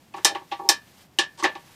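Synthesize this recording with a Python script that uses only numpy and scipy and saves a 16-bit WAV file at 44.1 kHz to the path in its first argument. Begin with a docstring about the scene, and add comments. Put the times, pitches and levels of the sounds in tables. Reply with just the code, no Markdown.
"""A spanner is fitted on a nut of a cast-iron machine bed and turned, in a small workshop.
First come clustered knocks and rubs, then a pause, one lone knock, and a second cluster ending in a rub.
Each knock sums decaying steel and bed modes, a dense noise tail with a wall step, a clack and a thump.
Rubs are random slips convolved with tail and bed; sleeve rustle and room noise run throughout."""
import sys
import numpy as np
from scipy import signal
from scipy.fft import rfft, irfft
from scipy.io import wavfile
from scipy.ndimage import uniform_filter1d

SR = 44100
rng = np.random.default_rng(int(sys.argv[2]) if len(sys.argv) > 2 else 0)


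def digitize_waveform(pressure):
    """Quantize a signal to 16-bit integers and store it at the path in sys.argv[1].

    Rows of a 2-D input are taken as channels; values are limited to [-1, 1].
    """
    field = np.atleast_2d(pressure).T
    bounded = np.clip(field, -1, 1)
    quanta = np.round(bounded * 32767).astype(np.int16)
    wavfile.write(sys.argv[1], SR, quanta)


N = 77175
LENGTH = 16384  # samples per impact response
T = np.arange(LENGTH) / SR


def amp(db):
    """Decibels to gain."""
    return 10 ** (np.asarray(db) / 20)


def unit(x):
    """Scales to rms 1."""
    return x / np.sqrt(np.mean(x ** 2) + 1e-20)


def read(points, hz):
    """Reads a table on a log-frequency axis."""
    f, value = np.transpose(points)
    return np.interp(np.log(hz + 1), np.log(f + 1), value)


def add(mix, s, sound):
    """Mixes a sound in at time s."""
    part = mix[max(round(s * SR), 0):][:len(sound)]
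    part += sound[:len(part)]


def noise(points, size):
    """Steady noise shaped by a (Hz, dB) spectrum."""
    spectrum = rfft(rng.standard_normal(size))
    hz = np.fft.rfftfreq(size, 1 / SR)
    return irfft(spectrum * amp(read(points, hz)), size)


def lowpass(x, hz, order=2):
    """Causal Butterworth low-pass."""
    sos = signal.butter(order, min(hz, .47 * SR), fs=SR, output="sos")
    return signal.sosfilt(sos, x)


def rise(seconds, delay=0):
    """Smooth attack from 0 to 1."""
    return 1 - np.exp(-(np.maximum(T - delay, 0) / seconds) ** 2)


def ring(modes):
    """Sums decaying partials (Hz, dB, t60 s); neighbours in the list start in opposite directions."""
    total = np.zeros(LENGTH)
    for k, (hz, db, t60) in enumerate(modes):
        total += (-1) ** k * amp(db - 60 * T / t60) * np.sin(2 * np.pi * hz * T)
    return total


def knock(db, cut_hz, ring_db, low_db, bed_db, thump_db, clack_hz, clack_db):
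    """A blow excites spanner, bed and tail, duller when the contact is soft; clack and thump bypass that cut."""
    metal = wash() + spanner(ring_db, low_db) + amp(bed_db) * bed()
    contact = lowpass(metal, cut_hz, order=3)
    return amp(db) * (contact + amp(clack_db) * clack(clack_hz) + amp(thump_db) * thump())


def spanner(ring_db, low_db):
    """Steel modes of spanner and nut ring; the lowest ones have their own extra level."""
    # spanner and nut modes: mode_hz, relative_level_db
    steel_modes = [(1667, -29), (1716, -25), (1759, -20), (1829, -29), (2363, -32), (2462, -28),
                   (2780, -33), (3082, -24), (3712, -23), (3778, -25), (4056, -27), (4274, -24),
                   (5060, -26), (5367, -23), (5523, -24), (5728, -27), (6093, -27), (6410, -29),
                   (7183, -27), (7546, -27), (8067, -29), (8733, -27), (8880, -30), (10353, -30),
                   (12847, -36), (14115, -31)]
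    # their decay: frequency_hz, t60_s
    steel_t60 = [(1700, 0.22), (3500, 0.15), (6000, 0.13), (9000, 0.12), (14000, 0.11)]
    low_modes_hz, rise_s = 2100, 0.0025
    modes = []
    for hz, level_db in steel_modes:
        level_db += ring_db + low_db * (hz < low_modes_hz)
        modes.append((hz, level_db, read(steel_t60, hz)))
    return ring(modes) * rise(rise_s)


def bed():
    """The heavy casting answers a blow with a low clunk."""
    # machine bed modes: mode_hz, relative_level_db, t60_s
    bed_modes = [(336.5, -28.5, 0.12), (377.3, -29, 0.16), (576.7, -33.5, 0.15), (798.8, -15.5, 0.099),
                 (849, -21.5, 0.078), (938.4, -20.5, 0.14), (1110.6, -20.5, 0.11), (1155, -27.5, 0.19),
                 (1976, -36.5, 0.14)]
    delay_s, rise_s = 0.00054, 0.0056
    return ring(bed_modes) * rise(rise_s, delay_s)


def wash():
    """Countless weak modes and reflections: a direct crack, a slower bass and a step up from the near wall."""
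    # dense ringing of machine and room: frequency_hz, relative_level_db
    wash_spectrum = [(25, -56.5), (70, -38), (190, -27.5), (330, -13), (450, -15), (600, -9.5), (710, -16),
                     (850, -7.5), (1150, -11.5), (1420, -14.5), (1800, -9), (2200, -11.5), (3000, -9.5),
                     (5600, -9.5), (9000, -10.5), (12000, -17.5), (14400, -12), (15600, -53.5)]
    # its decay: frequency_hz, t60_s
    wash_t60 = [(200, .2), (530, 0.19), (1400, 0.16), (3700, 0.14), (9700, 0.088), (15000, .09)]
    rise_s, bass_rise_s, bass_hz = 0.00025, 0.002, 1190
    direct_db, direct_s = -1.5, 0.0022
    wall_s, wall_db = 0.0025, -3.5

    hz, t, z = signal.stft(noise(wash_spectrum, LENGTH), SR, nperseg=256)
    decay = amp(-60 * t / read(wash_t60, hz)[:, None])
    tail = signal.istft(z * decay, SR, nperseg=256)[1][:LENGTH]
    # forward and backward passes cancel the phase shift
    bass = lowpass(lowpass(tail, bass_hz)[::-1], bass_hz)[::-1]
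    crack = amp(direct_db) * np.diff(tail, prepend=0) * np.exp(-T / direct_s)
    wall = np.sqrt(1 + amp(wall_db) ** 2 * rise(rise_s, wall_s))
    return wall * (bass * rise(bass_rise_s) + (tail - bass + crack) * rise(rise_s))


def clack(pitch_hz):
    """The jaw clacks: three short partials and a tail resonating at their pitch."""
    t60_s, rise_s, spread = 0.028, 0.00013, .07
    echo_db, echo_q = 7.5, 4
    cluster = [(pitch_hz * (1 + spread * k), -9 * abs(k) - 4, t60_s) for k in (-1, 0, 1)]
    echo = signal.lfilter(*signal.iirpeak(pitch_hz, echo_q, SR), wash())
    return ring(cluster) * rise(rise_s) + amp(echo_db) * echo


def thump():
    """The bench thumps: one low mode with a slow attack."""
    pitch_hz, gain_db, t60_s, rise_s = 339, 4.5, 0.037, 0.0089
    return ring([(pitch_hz, gain_db, t60_s)]) * rise(rise_s)


def rub(length_s, db, cut_hz, bed_db):
    """Tiny random slips under one stroke excite the bed and the tail."""
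    slips_per_s = 1100
    slips = rng.standard_normal(LENGTH) * (rng.random(LENGTH) < slips_per_s / SR)
    slips *= np.sqrt(np.abs(np.sin(np.pi * np.minimum(T / length_s, 1))))
    slips /= np.linalg.norm(slips) + 1e-9
    response = wash() + amp(bed_db) * bed()
    return amp(db) * lowpass(signal.fftconvolve(slips, response), cut_hz, order=4)


def sleeves():
    """Moving sleeves rustle: shaped noise whose level drifts and flutters."""
    # rustle colour: frequency_hz, relative_density_db
    sleeve_spectrum = [(100, -4), (400, -9), (1800, -1.5), (5000, -5), (10000, -11.5), (14800, -11.5),
                       (15700, -46.5)]
    # rustle level before flutter: time_s, level_db
    sleeve_level = [(0, -62.5), (.13, -63), (.2, -55), (.47, -60.5), (0.602, -57), (0.848, -59.5),
                    (1.02, -55), (1.09, -65.5), (1.339, -60.5), (1.6, -57.5), (1.75, -55.5)]
    flutter_db, flutter_s = 1, 0.016
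    flutter = unit(uniform_filter1d(rng.standard_normal(N), max(int(flutter_s * SR), 1)))
    level_db = np.interp(np.arange(N) / SR, *np.transpose(sleeve_level)) + flutter_db * flutter
    return amp(level_db) * unit(noise(sleeve_spectrum, N))


def room():
    """The quiet room: steady, mostly low noise."""
    # room noise colour: frequency_hz, relative_density_db
    room_spectrum = [(25, -31.5), (45, -20), (80, -4), (170, -0.5), (260, -3.5), (450, -11.5), (800, -11),
                     (1500, -24), (4000, -33), (9000, -36.5), (15000, -34)]
    level_db = -58
    return amp(level_db) * unit(noise(room_spectrum, N))


def scene():
    """Knocks and rubs over rustle and room noise."""
    # jaw meets nut: start_s, strength_db, contact_cutoff_hz, spanner_ring_db, extra_low_modes_db,
    # bed_clunk_db, thump_db, clack_pitch_hz, clack_db (all but strength relative to the knock)
    knocks = [(0.139, -24, 3240, -4, 0, 12.5, -18, 2593, -10),
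              (0.168, -38.5, 5800, -16, 4, 22.5, -27, 2740, -3),
              (0.181, -20, 1900, -17, 0, -1, -9, 1300, -15),
              (0.2466, -0.5, 12000, 3.5, -4.5, -1, -18, 5610, -7.5),
              (0.2533, -9, 7000, -5.5, -4.5, -28, -20, 1180, -4.5),
              (0.3490, -15, 2980, -9.5, 0, 9, -23, 2860, -11.5),
              (0.41, -29, 1500, -14, 1, 4.5, -7, 980, -5),
              (0.5160, -19, 3520, 1, -8.5, 11, -17, 2720, -7.5),
              (0.5915, -22.5, 1400, -4, 2.5, 12.5, -14, 1190, -10.5),
              (0.6893, -3, 14000, 3.5, -0.5, 3, -22.5, 5297, 1),
              (1.1867, -5, 7660, -1, 7, 1.5, -11.5, 2976, 0.5),
              (1.4261, -16, 2450, -13.5, -22, -0.5, 1.5, 1131, 6),
              (1.4351, -19.5, 9260, -21, -7, 1, 5.5, 6270, -2),
              (1.4406, -1.5, 3370, -8, 5, 2, -23.5, 1934, -5),
              (1.4485, -5, 2940, -0.5, -2.5, -8.5, -1, 811, -1.5),
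              (1.552, -23.5, 3520, -8, 2, 8.5, -12, 2460, -11.5)]
    # jaw rubs on nut: start_s, length_s, level_db, contact_cutoff_hz, bed_clunk_db (relative)
    rubs = [(0.160, 0.018, -34.5, 9700, -14), (0.280, 0.056, -6, 661, 1.5),
            (0.508, 0.028, -17.5, 4000, 8.5), (0.585, 0.088, -18, 870, 10), (1.372, 0.037, -25.5, 7960, 7),
            (1.384, 0.022, -24, 6500, 10), (1.612, 0.093, -36, 2500, 2.5)]
    mix = room() + sleeves()
    for start_s, *settings in knocks:
        add(mix, start_s, knock(*settings))
    for start_s, *settings in rubs:
        add(mix, start_s, rub(*settings))
    return mix[None]


def record(dry):
    """The microphone loses the top treble; full-scale clipping and the band limit follow."""
    top_hz, edge_hz = 15400, 16500
    heard = np.clip(lowpass(dry, top_hz, order=12), -1, 1)
    band_limit = signal.firwin(255, edge_hz, window=("kaiser", 9), fs=SR)
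    return signal.oaconvolve(heard, band_limit[None], "same")


dry = scene()
out = record(dry)
digitize_waveform(out)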